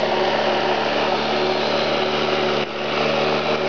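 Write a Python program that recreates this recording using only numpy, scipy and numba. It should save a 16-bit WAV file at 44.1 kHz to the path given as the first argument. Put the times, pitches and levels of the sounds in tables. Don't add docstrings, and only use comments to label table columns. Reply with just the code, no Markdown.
import sys
import numpy as np
from scipy import signal
from scipy.io import wavfile
from scipy.ndimage import uniform_filter1d
from numba import njit

SR = 44100
rng = np.random.default_rng(int(sys.argv[2]) if len(sys.argv) > 2 else 0)


def boost(x):
    u = np.asarray(x, float) / 20
    return 10 ** u


def bounce(signal):
    frames = np.transpose(np.atleast_2d(signal))
    limited = np.clip(frames, -1, 1)
    pcm = np.round(limited * 32767).astype(np.int16)
    wavfile.write(sys.argv[1], SR, pcm)


N = 162288
T = np.arange(N) / SR

# [t/s, third firing order f/Hz, level/dB]
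ENGINE = [(0, 220.3, -1.5), (.5, 220.4, -0.5), (1.0, 222, 0.5), (1.5, 223.5, 0.5), (1.75, 223.8, 1),
          (2.1, 224.1, 1.5), (2.38, 224.8, 1), (2.58, 219.3, 0), (2.72, 219.3, 2.5), (2.95, 223, 2),
          (3.1, 224.6, 0), (3.5, 225.6, 1.5), (3.68, 225.4, 1)]
# [multiple of firing rate, level/dB, waver/dB, growth/(dB/s)]
EXHAUST_ORDERS = [(1, -47, 0, 0.8), (2, -40.5, 0.5, 2), (2.5, -58.5, 5.5, 1.5), (3, -34.5, -0.5, 1),
                  (3.5, -55.5, 0.5, 3.5), (3.75, -50, 6, 1), (4, -40, 2, 0), (4.5, -47, 3, 2.5),
                  (5, -30, 3.5, 0.58), (6, -35.5, 3.5, 1), (7, -49, 2.5, 3), (7.5, -40.5, 4.5, -0.5),
                  (7.75, -42.5, 5, -3), (8.5, -43, 3, 0), (10.5, -41, 4, -1.5), (12.5, -45.5, 3.5, -2.5),
                  (8, -43.5, 2.5, 2), (10, -39, 4, 0.5)]
# [f/Hz, width/Hz, level/dB, growth/(dB/s)]
HOOD_MODES = [(219, 150, -15, 1.5), (377, 98, -0.5, -0.5), (446.5, 59, -3, 0.5), (568.3, 34, 4.5, 0.35),
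              (622, 37, 0.5, 0), (698, 130, -8.5, -1), (837, 150, -10.5, 1), (761.3, 38, -1.5, -3),
              (929, 41, -2.5, -5.5)]
CYLINDER_DB = (0, -2.5, -1, -4.5)
# [f/Hz, level/dB per Hz]
BLOCK_SPECTRUM = [(700, -10.5), (1000, 3.5), (1300, -2), (2000, -2), (2900, -2), (4000, -10), (5000, -11),
                  (5600, -11)]
# [f/Hz, width/Hz, level over rattle/dB]
BLOCK_RINGS = [(1310, 180, 7), (2355, 270, 2), (3870, 150, 2), (2930, 140, 1.5), (1133, 40, 4.5),
               (1363, 57, 2.5)]
# [t/s, peak level/dB, f/Hz]
THUMPS = [(0.033, -4, 587), (0.119, -7, 735), (0.166, -13, 670), (0.471, -5, 559), (0.634, -13.5, 367),
          (0.689, -11, 783), (0.744, -7, 747), (0.774, -12.5, 726), (0.851, -11, 752), (0.905, -13, 543),
          (0.955, -7.5, 565), (1.121, -6.5, 817), (1.552, -14, 700), (1.606, -25.5, 368),
          (2.058, -6.5, 560), (2.221, -9, 377), (2.283, -8.5, 620), (2.382, -15.5, 383),
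          (2.461, -19.5, 414), (2.575, -10.5, 573), (2.626, -16, 518), (2.842, -9.5, 580),
          (2.873, -10, 366), (3.005, -10, 714), (3.093, -11.5, 570), (3.26, -17, 592), (3.303, -14.5, 606),
          (3.461, -12.5, 378)]
# [deepest t/s, duration/s, f/Hz, glide/(Hz/s)]
DIPS = [(.1, .45, 1280, -200), (2.1, 1.1, 1050, -50), (.3, .5, 2350, -350), (1.45, .55, 2010, -150),
        (2.7, .6, 1700, -280), (3.5, .4, 2030, 80), (.6, .7, 3820, 60), (.6, .6, 3380, -120),
        (2.35, .5, 3370, -450), (3.3, .45, 3070, -200), (2.0, .5, 2680, -200), (2.3, .5, 4430, -250),
        (1.1, .35, 4900, -300), (1.2, .25, 3080, -200), (3.4, .35, 830, 0), (1.6, .15, 540, 0)]
DIP_DB = (-11, -8, -6.5, -11.5, -6.5, -9, -5, -3, -8, -4, -3, -8, -2.5, -5, -1.5, -1)
# [strongest t/s, duration/s, f/Hz,
# glide/(Hz/s)]
SWELLS = [(1.7, .65, 4110, -280), (3.15, .55, 2560, -380), (2.8, .45, 5100, -100), (2.4, .75, 2860, -40),
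          (3.6, .25, 2350, -200), (1.3, .3, 3550, -50), (1.9, .3, 5000, 0), (.4, .7, 1780, -60),
          (.3, .5, 4550, -100), (.4, .9, 2940, -50), (3.2, .4, 570, 0), (.2, .4, 570, 0), (.75, .5, 770, 0),
          (.9, .45, 950, 0), (.95, .1, 565, 0), (2.4, .25, 1330, -100), (3.1, .3, 1300, 0),
          (3.3, .4, 3950, 0)]
SWELL_DB = (7.4, 4.7, 2.5, 4.2, 2.7, 5, 2.4, 5.5, 3, 4.5, 2.7, 3.8, 3, 2.1, 2.6, 2.4, 3, 3.4)
# [t/s, depth/dB]
DUCKS = [
    (.1, 0),
    (0.758, 1.5),
    (1.09, 1.5),
    (1.523, 1.5),
    (2.035, 2.5),
    (2.253, 1.5),
    (2.638, 10.5),
    (3.118, 1),
    (3.397, 3),
    (3.558, 4.5),
]


def svf(x, hz, width_hz):
    return signal.lfilter(*signal.iirpeak(hz, hz / width_hz, fs=SR), x)


def svf_twice(x, hz, width_hz):
    return svf(svf(x, hz, width_hz), hz, width_hz)


def level(x, db):
    return x * boost(db) / np.sqrt(np.mean(x ** 2))


def curve(table, axis):
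    columns = np.array(table)
    return np.interp(T, columns[:, 0], columns[:, axis])


def walk(rate_hz):
    hold = int(SR / rate_hz)
    steps = np.repeat(rng.standard_normal(N // hold + 1), hold)
    return 1.3 * uniform_filter1d(uniform_filter1d(steps, hold), hold)[:N]


def smooth(x, taps):
    return np.convolve(np.pad(x, len(taps) // 2, mode="reflect"), taps, "valid")


def rumble():
    snow = boost(2.0 * walk(3.5)) * svf_twice(rng.standard_normal(N), hz=178, width_hz=160)
    tyres = svf(rng.standard_normal(N), hz=39, width_hz=45)
    return level(snow, -47) + level(tyres, -58.5)


@njit
def glide(x, hz, width_hz):
    y, band, low = np.empty(len(x)), 0., 0.
    for i in range(len(x)):
        g, damping = np.tan(np.pi * hz[i] / SR), width_hz / hz[i]
        v = (band + g * (x[i] - low)) / (1 + g * (g + damping))
        band, low, y[i] = 2 * v - band, low + 2 * g * v, damping * v
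    return y


def over_snow(x):
    for (s, lasts_s, hz, slide), db in zip(DIPS + SWELLS, DIP_DB + SWELL_DB):
        centre_hz = np.clip(hz + slide * (T - s), 200, 8000)
        depth_db = db * np.exp(-((T - s) / lasts_s) ** 2)
        x = x + (boost(depth_db) - 1) * glide(x, centre_hz, 165.)
    return x


def firings(phase):
    k = phase.astype(int)
    scatter_db = 2 * rng.standard_normal(N // 400)
    return boost(np.array(CYLINDER_DB)[k % 4] + scatter_db[k])


def throb(phase, depth):
    return 1 + depth * (firings(phase) * (1 - np.cos(2 * np.pi * phase)) - 1)


def cranked(phase):
    memory, repeat_share = 0.75, 0.3
    fresh = rng.standard_normal((200, 1200))
    pattern = signal.lfilter([np.sqrt(1 - memory ** 2)], [1, -memory], fresh, axis=0)[40:]
    crank = phase / 2
    again = pattern[crank.astype(int), (crank % 1 * 1200).astype(int)]
    return np.sqrt(repeat_share) * again + np.sqrt(1 - repeat_share) * rng.standard_normal(N)


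def clatter(phase):
    out, swell = 0, walk(9)
    block_hz, block_db = np.transpose(BLOCK_SPECTRUM)
    for hz in 800 * 2 ** (np.arange(12) / 4):
        db = np.interp(np.log(hz), np.log(block_hz), block_db) + 10 * np.log10(hz)
        waver_db = 0.47 * walk(25) + 0.28 * swell + 0.55 * walk(16)
        noise = cranked(phase) if hz < 1500 else rng.standard_normal(N)
        out = out + boost(db + waver_db) * svf_twice(noise, hz, hz / 3)
    out = out * throb(phase, 0.14)
    rings = sum((boost(db) - 1) * svf(out, hz, width_hz) for hz, width_hz, db in BLOCK_RINGS)
    return level(out + rings, -26)


def thumps():
    out, t = np.zeros(N + 2000), np.arange(2000) / SR
    decay = np.pi * 160 * t
    envelope = np.e * decay * np.exp(-decay)
    for s, db, hz in THUMPS:
        start = int(s * SR)
        out[start:start + len(t)] += boost(db - 5) * envelope * np.sin(2 * np.pi * hz * t)
    return out[:N]


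def lulls():
    lull_db, lull_s = -4, 0.0082
    return boost(sum(lull_db * np.exp(-((T - s + lull_s) / lull_s) ** 2) for s, _, _ in THUMPS))


def roar(phase):
    knock_share = 0.086
    knocks = firings(phase) * (np.diff(np.floor(phase), prepend=0) > 0)
    noise = throb(phase, 0.28) * boost(0.74 * walk(60)) * cranked(phase)
    drive = knock_share * level(knocks, 0) + (1 - knock_share) * noise
    ring = 0
    for k, (hz, width_hz, db, grow_db) in enumerate(HOOD_MODES):
        gain = boost(db + grow_db * (T - 1.5) + 0.46 * walk(21))
        ring = ring + (-1) ** k * gain * svf_twice(drive, hz, 1.2 * width_hz)
    gas = throb(phase, 0.54) * cranked(phase)
    body = svf_twice(gas, hz=640, width_hz=600)
    return level(ring, -26) + level(body, -26.5)


def exhaust(phase):
    out = 0
    for order, db, waver_db, grow_db in EXHAUST_ORDERS:
        gain = np.sqrt(2) * boost(db + grow_db * (T - 1) + waver_db * walk(15))
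        out = out + gain * np.cos(2 * np.pi * order * phase + 0.1 * waver_db * walk(10))
    return out


def scene():
    firing_hz = curve(ENGINE, axis=1) / 3 * (1 + 0.001 * walk(8))
    phase = np.cumsum(firing_hz) / SR
    load = boost(curve(ENGINE, axis=2))
    machine = over_snow(lulls() * roar(phase) + clatter(phase))
    return (rumble() + thumps() + load * machine + exhaust(phase))[None]


def duck_gain():
    hold_s, recover_db_per_s = 0.036, 29.5
    total_db = 0
    for s, db in DUCKS:
        attack = np.clip((T - s) / 0.00088, 0, 1)
        recovered_db = recover_db_per_s * np.maximum(T - s - hold_s, 0)
        total_db = total_db + attack * np.clip(db - recovered_db, 0, None)
    return boost(-total_db)


def eight_bit(x):
    bit = 1 / 128
    held = np.zeros(N)
    held[::4] = 4 * bit * np.round(x[::4] / bit)
    return smooth(held, signal.firwin(65, SR / 8, window=("kaiser", 9), fs=SR))


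def band_limit(x):
    return signal.sosfilt(signal.butter(12, 7100, fs=SR, output="sos"), x)


def record(dry):
    clipped = np.tanh(1.8 * dry[0] * duck_gain()) / 1.8
    limited = smooth(clipped, signal.firwin(81, 5700, fs=SR)) - 0.0105
    return band_limit(eight_bit(limited)[None])


dry = scene()
out = record(dry)
bounce(out)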